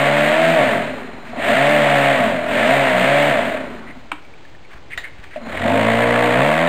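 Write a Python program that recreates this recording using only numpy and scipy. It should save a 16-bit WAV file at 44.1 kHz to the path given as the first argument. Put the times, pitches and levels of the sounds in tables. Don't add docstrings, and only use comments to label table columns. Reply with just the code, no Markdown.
import sys
import numpy as np
from scipy import signal
from scipy.fft import rfft, irfft, next_fast_len
from scipy.io import wavfile
from scipy.ndimage import uniform_filter1d

SR = 44100
rng = np.random.default_rng(int(sys.argv[2]) if len(sys.argv) > 2 else 0)


def master(y):
    cut = np.clip(np.atleast_2d(y).T, -1, 1)
    pcm = np.round(cut * 32767)
    wavfile.write(sys.argv[1], SR, pcm.astype(np.int16))


def rack_gain(trim_db):
    fader = np.asarray(trim_db, float)
    return 10 ** (fader / 20)


N = 294588
TIME_S = np.arange(N) / SR
RESTART_S, POWER_OFF_S = 4.7, 3.4

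# freq_hz, level_db
HUSH_SPECTRUM = [(12, -30), (20, -11), (34, -25), (49, -3.5), (218, -17.5), (282, -11), (889, -15.5),
                 (1020, -17.5), (1100, -19.5), (2270, -19.5), (5400, -28.5), (7020, -58), (11900, -120)]
# start_s, peak_db, pitch_hz
TICKS = [(4.2497, -22, 2300), (4.338, -21, 2310), (4.4512, -20, 1750), (4.5496, -22, 1810),
         (4.6498, -22, 2270), (4.9244, -17, 2300), (4.9335, -5, 2090), (5.0439, -7.5, 2080),
         (5.0754, -21, 2120)]
# start_s, length_s, level_db_rms, centre_hz, width_hz
RUSTLES = [(1.246, 0.092, -39.5, 1700, 1500), (3.866, 0.059, -37.5, 1920, 700),
           (4.689, 0.1, -45, 1240, 1600), (4.901, 0.058, -32, 2000, 900), (4.975, 0.075, -51, 3900, 500),
           (5.027, 0.061, -35, 1860, 800), (5.177, 0.038, -44, 1800, 1000),
           (5.226, 0.032, -40.5, 1430, 1590), (5.26, 0.035, -47, 2320, 600),
           (5.304, 0.089, -39, 1840, 1070)]
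# start_s, peak_db, pitch_hz
THUMPS = [(4.338, -43, 50), (4.748, -25, 45), (4.859, -27, 90), (4.973, -24, 45), (5.192, -21, 59.9)]
# start_s, peak_db, pitch_hz, t60_s, rise_s
KNOCKS = [(1.285, -29, 640, .12, .005), (1.28, -22, 238, .2, .02), (1.331, -22, 720, .06, .001),
          (4.1181, -14, 1050, .018, .0007), (4.1186, -20, 1550, .022, .0007),
          (4.1183, -18, 2300, .016, .0007), (4.1183, -20, 3000, .014, .0007), (4.1215, -28, 800, .05, .001),
          (4.124, -26, 300, .12, .004), (4.9765, -7, 1900, .013, .001), (4.977, -27, 3600, .03, .001),
          (4.978, -30, 700, .05, .002), (4.9805, -13, 1800, .022, .001), (4.981, -30, 3880, .07, .001),
          (4.984, -22, 2000, .04, .001), (4.9875, -21, 1850, .03, .001), (5.359, -15, 620, .08, .002),
          (5.367, -24, 700, .08, .003), (5.362, -30, 250, .2, .008), (5.375, -25, 590, .12, .003)]
# start_s, peak_db, low_hz, high_hz, t60_s
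CRACKS = [(4.117, -15.5, 700, 3200, 0.024), (4.124, -37, 600, 3100, 0.12), (4.9755, -21, 500, 4297, 0.015),
          (4.977, -31.5, 600, 4100, .18), (5.0425, -39, 1200, 4000, 0.015), (5.36, -33, 300, 3200, 0.045)]
# start_s, target_shaft_hz, lag_s, air_strain_db, body_strain_db
THROTTLE = [(0, 97, 1.4, 0.6, -0.5), (.299, 83.5, 0.088, 0.7, 0.9), (.555, 0, 0.36, -0.3, 1.4),
            (0.841, 15, 0.24, 2, -0.3), (1.314, 130, 0.43, -2, 0), (1.4, 130, .52, 2.5, -3.5),
            (1.46, 78, 0.12, 1.5, 0.8), (1.735, 68, 0.22, 1.1, 0.4), (2.147, 0, .43, -0.8, -0.1),
            (2.39, 62.5, 1.24, -1.2, -1.5), (2.498, 130, 0.6, 2, .6), (2.73, 69.5, 0.053, 0.8, -0.2),
            (2.826, 60, .073, 0.6, -0.2), (2.999, 73.5, 0.081, 1.5, 0.4), (3.298, 0, .326, -1.1, -1.5),
            (3.464, -0.5, 0.47, 0.1, -0.2), (4.07, 0, 0.038, 11, 9), (5.34, 60.5, .19, -3.4, -1),
            (5.64, 60, .19, -2.5, 1.5), (5.802, 60.5, .2, -1.4, -0.2), (6.337, 131, 0.67, -1.2, -0.4),
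            (6.49, 89, .136, -2.9, -2.5)]
# full_db, knee_shaft_hz, slope_db_per_db, second_run_db, meeting_share
LOUDNESS_LAWS = [
    (-16, 56.4, 2.5, 0.86, .3),
    (-23.5, 48.8, 2.5, 2.5, .6),
    (-19.5, 53.4, 3.5, 0.5, 0),
]
# centre_hz, width_hz, level_db_rms
BRUSH_WHINE = [(4144, 65, -55), (3900, 92, -61)]
# freq_hz, level_db_per_hz
AIR_SPECTRUM = [(410, -17), (700, -0.5), (750, -6.5), (952, -20.5), (1300, -14), (1720, -12), (2160, -10),
                (3610, -18.5), (5400, -36), (7020, -44), (11900, -120)]
# centre_hz, width_hz, level_db
AIR_PEAKS = [(1750, 520, 0.5), (2080, 220, -48), (2570, 150, -32.5)]
# shaft_hz, level_db
BLADE_TONE = [
    [(12, -56), (40, -48), (60, -36), (64.5, -39.5), (70, -27), (75, -31.5), (78.5, -43), (84, -19.5)],
    [(12, -64), (35, -47), (48, -31.5), (57, -28), (61, -31), (66, -22), (78, -31), (83, -26.5)],
]
# shaft_multiple, level_db
FORCE = [(3, -0.5), (4, -1), (5, -0.5), (6, -5), (7, -1), (8, 0.5), (9, -3.5), (10, -2), (11, -4), (12, -4),
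         (13, -2.5), (14, -6), (15, 2), (16, -3.5), (17, 3), (18, -5.5), (19, -4.5), (20, -3.5)]
# centre_hz, width_hz, level_db
COWL_MODES = [(398.6, 140, -13.5), (481.5, 42, -5), (600, 59.4, -2.5), (695.6, 42, -3.5), (900, 105, -13.5),
              (1132.5, 11.3, -7.5)]
# centre_hz, width_hz, level_db
WAGON_MODES = [(137, 21, -10.5), (184.6, 9.5, -8.5), (223.8, 7.1, 1), (258.5, 16.2, 0), (344.3, 105, -7)]

UNBALANCE_DB = (-5.5, 0.1)
CLEAN_DB = (10, 15)
SMEAR_DB_PER_HZ_S = (0.025, 0.07)
PULSE_DB = (1.3, 3.3)
SLAP_DB = (3, 9.5)
SHUDDER_DB = (-57, -43)

WOBBLE_HZ, WOBBLE_WIDTH_HZ, WOBBLE_DB = 62.3, 1.33, 15
CATCH_S, SLACK_DB = 5.65, -9.5
SETTLE_DB, SETTLE_S = -10.5, 0.18
HELD_SHARE = 0.85


def rms_one(x):
    return x / np.sqrt(np.mean(x ** 2) + 1e-20)


def evened(x):
    return x / np.sqrt(uniform_filter1d(x ** 2, size=5000) + 1e-12)


def drift(rate_hz):
    r = np.exp(-80 * np.pi * rate_hz / SR)
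    noise = rng.standard_normal(N // 40 + 2002)
    slow = signal.lfilter([1], [1, -2 * r, r * r], noise)[2000:]
    return np.interp(np.arange(N) / 40, np.arange(len(slow)), rms_one(slow))


def filtered(x, order, hz, kind="band"):
    return signal.sosfilt(signal.butter(order, hz, kind, fs=SR, output="sos"), x)


def coloured(spectrum):
    hz, db = np.transpose(spectrum)
    size = next_fast_len(N)
    bins_hz = np.arange(1, size // 2 + 2) * SR / size
    gain = rack_gain(np.interp(np.log(bins_hz), np.log(hz), db))
    return rms_one(irfft(rfft(rng.standard_normal(size)) * gain, size)[:N])


def resonate(x, modes):
    out = 0
    for k, (hz, width_hz, db) in enumerate(modes):
        r = np.exp(-np.pi * width_hz / SR)
        b = (-1) ** k * rack_gain(db) * (1 - r * r) / 2 * np.array([1, 0, -1])
        out = out + signal.lfilter(b, [1, -2 * r * np.cos(2 * np.pi * hz / SR), r * r], x)
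    return out


def resonate_twice(x, hz, width_hz):
    mode = [(hz, width_hz, 0)]
    return resonate(resonate(x, mode), mode)


def strike(start_s, db, hz, t60_s, rise_s):
    out, at = np.zeros(N), round(start_s * SR)
    t = np.arange(min(N - at, SR // 2)) / SR
    envelope = rack_gain(db - 60 * t / t60_s) * np.tanh(t / rise_s) ** 2
    out[at:at + len(t)] = envelope * np.sin(2 * np.pi * hz * t)
    return out


def by_run(pair):
    return np.where(TIME_S > RESTART_S, pair[1], pair[0])


def room_hush():
    hush = rack_gain(-45.5 + 0.5 * drift(3.1)) * coloured(HUSH_SPECTRUM)
    draught = filtered(rng.standard_normal(N), 2, [40, 160])
    return hush + rack_gain(-53.5 + 1.4 * drift(6.4)) * rms_one(draught)


def room(x):
    t = np.arange(SR // 2) / SR
    t60_s = 0.39
    tail = rng.standard_normal(len(t)) * rack_gain(-60 * t / t60_s) * (t > 0.006)
    return signal.fftconvolve(x, tail / np.sqrt(np.sum(tail ** 2)))[:N]


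def hand():
    out = sum(strike(s - 0.0006, db - 8.5, hz, 0.019, 0.0011) for s, db, hz in TICKS)
    out += sum(strike(s, db, hz, 1.7 / hz, 0.0014) for s, db, hz in THUMPS)
    grit = rng.standard_normal(N) * rack_gain(1.8 * drift(90))
    for start_s, length_s, db, hz, width_hz in RUSTLES:
        phase = np.clip((TIME_S - start_s) / length_s, 0, 1)
        swell = np.sqrt(np.sin(np.pi * phase) + 1e-12)
        out += rack_gain(db) * swell * rms_one(resonate_twice(grit, hz, width_hz))
    return out


def hard_contacts():
    out = sum(strike(*row) for row in KNOCKS)
    white = rng.standard_normal(N)
    for start_s, db, low_hz, high_hz, t60_s in CRACKS:
        since_s = np.maximum(TIME_S - start_s, 0)
        envelope = rack_gain(db - 60 * since_s / t60_s) * np.tanh(since_s / 0.00024)
        out += envelope * rms_one(filtered(white, 4, [low_hz, high_hz]))
    return out


def throttle():
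    out, now_hz = np.zeros((3, N)), 70
    for start_s, goal_hz, lag_s, air_db, body_db in THROTTLE:
        at = round(start_s * SR)
        now_hz = out[0, at] if at else now_hz
        remaining = np.exp(-(TIME_S[at:] - start_s) / max(lag_s, 0.02))
        out[0, at:] = goal_hz + (now_hz - goal_hz) * remaining
        out[1:, at:] = [[air_db], [body_db]]
    return uniform_filter1d(out, size=3000, mode="nearest")


def meeting(speed_hz, modes):
    coarse_hz = speed_hz[::64]
    power = 0
    for hz, width_hz, db in modes:
        for k, push_db in FORCE:
            detuning = 2 * (k * coarse_hz - hz) / width_hz
            power = power + rack_gain(2 * (db + push_db)) / (1 + detuning ** 2)
    db = uniform_filter1d(10 * np.log10(power / np.median(power)), size=30)
    return np.repeat(np.clip(db, -12, 12), 64)[:N]


def below_full_db(speed_hz, knee_hz):
    return -2.2 * np.log10(1 + (knee_hz / (speed_hz + 0.71)) ** 9.04)


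def loudness(speed_hz, air_strain_db, body_strain_db):
    strains_db = (body_strain_db, body_strain_db, air_strain_db)
    bodies = (COWL_MODES, WAGON_MODES, WAGON_MODES)
    levels = []
    for law, modes, strain_db in zip(LOUDNESS_LAWS, bodies, strains_db):
        full_db, knee_hz, slope, second_db, share = law
        level_db = full_db + slope * below_full_db(speed_hz, knee_hz) + strain_db
        levels.append(level_db + by_run((0, second_db)) + share * meeting(speed_hz, modes))
    cowl_db, wagon_db, air_db = levels
    before_catch = np.clip((CATCH_S - TIME_S) / 0.016, 0, 1)
    after_start = np.clip((TIME_S - CATCH_S + 0.26) / 0.12, 0, 1)
    slack_db = by_run((0, SLACK_DB)) * before_catch * after_start
    return cowl_db + slack_db, wagon_db + 0.69 * slack_db, air_db


def cleanness(speed_hz):
    change_hz_s = uniform_filter1d(np.gradient(speed_hz) * SR, size=4000)
    unsettled = np.exp(-(np.maximum(TIME_S - CATCH_S, 0) / SETTLE_S) ** 2)
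    clean_db = by_run(CLEAN_DB) - by_run(SMEAR_DB_PER_HZ_S) * abs(change_hz_s)
    clean_db += 0.7 * below_full_db(speed_hz, LOUDNESS_LAWS[2][1])
    clean_db += by_run((0, SETTLE_DB)) * unsettled
    return np.maximum(clean_db, -3)


def bearing(air_db):
    hiss = rms_one(filtered(rng.standard_normal(N), 2, (644, 1700)))
    return rack_gain(-31.5 + 0.38 * (air_db - LOUDNESS_LAWS[2][0]) + 1.4 * drift(30)) * hiss


def brushes():
    white = rng.standard_normal(N)
    whine = 0
    for hz, width_hz, db in BRUSH_WHINE:
        whine = whine + rack_gain(db + 1.4 * drift(8.6)) * rms_one(resonate_twice(white, hz, width_hz))
    unpowered = (TIME_S > POWER_OFF_S) & (TIME_S < RESTART_S)
    return rack_gain(-5 * unpowered) * whine


def slap(turn_rad):
    lag_turns, scatter_samples, scatter_db = 0.169, 4.0, 2.5
    at = np.flatnonzero(np.diff(np.floor(turn_rad / (2 * np.pi) - lag_turns)))
    chance = rng.standard_normal((700, 2))[:len(at)]
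    clicks = np.zeros(N) + 1e-18
    late = (scatter_samples * chance[:, 0]).astype(int)
    clicks[np.clip(at + late, 0, N - 1)] = rack_gain(scatter_db * chance[:, 1])
    pulse = filtered(clicks, 3, (390, 2000))
    return pulse / np.percentile(abs(pulse), 99.5)


def air(turn_rad):
    pulse = np.cos(turn_rad) + 0.4 * np.cos(3 * turn_rad)
    pulse += 0.051 * np.cos(2 * turn_rad) + 0.1 * np.cos(4 * turn_rad)
    chop = rack_gain(by_run(PULSE_DB) * pulse + 0.61 * drift(69) + 0.93 * drift(3.8))
    rush = coloured(AIR_SPECTRUM) * chop / np.sqrt(uniform_filter1d(chop ** 2, size=5000))
    rush = filtered(rush, 3, 300, "high")
    return rms_one(rush + resonate(rush, AIR_PEAKS))


def blade_tone(speed_hz, turn_rad):
    blade_db = by_run([np.interp(speed_hz, *np.transpose(rows)) for rows in BLADE_TONE])
    blade_db -= 40 * (speed_hz < 8)
    return rack_gain(blade_db + 4.0) * np.sin(2 * turn_rad)


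def table_shudder(turn_rad):
    return rack_gain(by_run(SHUDDER_DB) + 2.5 * drift(8)) * np.sin(turn_rad)


def rotor_force(speed_hz, turn_rad):
    wobble_db = WOBBLE_DB * np.exp(-((speed_hz - WOBBLE_HZ) / WOBBLE_WIDTH_HZ) ** 2)
    wobble_db *= by_run((1, 0))
    unbalance_db = by_run(UNBALANCE_DB)
    force = 0
    for k, db in FORCE:
        order_db = db + unbalance_db * (k % 2 + (k > 12)) + wobble_db * (k == 3)
        level = rack_gain(order_db + 2.0 * drift(4.1))
        phase = rng.uniform(-1.06, 1.0) + 0.33 * drift(4.1)
        force = force + level * np.cos(k * turn_rad + phase)
    return force


def loose_play(turn_rad):
    beat_db = 1.17 * np.cos(turn_rad) + 2.0 * np.cos(3 * turn_rad + 6.1)
    return rng.standard_normal(N) * rack_gain(beat_db + 2.0 * drift(45))


def shaken(force, play, clean_db, modes, band_hz, held_share):
    def ring(drive, share):
        held = share * by_run((1, 0)) * resonate(drive, modes[1:2])
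        return evened(filtered(resonate(drive, modes) + held, 2, band_hz))

    lines, rattle = ring(force, held_share), ring(play, 0.24 * held_share)
    return (rack_gain(clean_db) * lines + rattle) / np.sqrt(1 + rack_gain(2 * clean_db))


def housing(speed_hz, turn_rad, cowl_db, wagon_db):
    force, play = rotor_force(speed_hz, turn_rad), loose_play(turn_rad)
    clean_db = cleanness(speed_hz)
    wagon = shaken(force, play, clean_db, WAGON_MODES, [95, 420], 0)
    cowl = shaken(force, play, clean_db, COWL_MODES, [330, 1500], HELD_SHARE)
    return rack_gain(cowl_db - 0.43) * cowl + rack_gain(wagon_db) * wagon


def scene():
    speed_hz, air_strain_db, body_strain_db = throttle()
    turn_rad = 2 * np.pi * np.cumsum(speed_hz) / SR
    cowl_db, wagon_db, air_db = loudness(speed_hz, air_strain_db, body_strain_db)
    turning = np.clip((cowl_db + 56.5) / 14, 0, 1)

    near = hand() + hard_contacts()
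    mix = room_hush() + near + rack_gain(-10) * room(near)
    mix += turning * (bearing(air_db) + brushes() + table_shudder(turn_rad))
    mix += rack_gain(air_db + 2.0) * (air(turn_rad) + rack_gain(by_run(SLAP_DB)) * slap(turn_rad))
    mix += blade_tone(speed_hz, turn_rad) + housing(speed_hz, turn_rad, cowl_db, wagon_db)
    return mix[None]


def band_limit(x):
    return signal.sosfilt(signal.butter(12, 15780, fs=SR, output="sos"), x)


def record(dry):
    capture_hz, offset = 11024, -0.0162
    kept = filtered(dry[0], 6, 5300, "low")
    lift = kept - 0.8 * np.gradient(np.gradient(kept))
    sample_s = np.arange(-1, N / SR * capture_hz + 1) / capture_hz
    fine = signal.resample_poly(np.tanh(lift / 1.1) * 1.1, 4, 1)
    samples = np.interp(sample_s, np.arange(len(fine)) / (4 * SR), fine)
    mix = np.interp(TIME_S, sample_s, samples) + offset
    return band_limit(mix[None])


dry = scene()
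out = record(dry)
master(out)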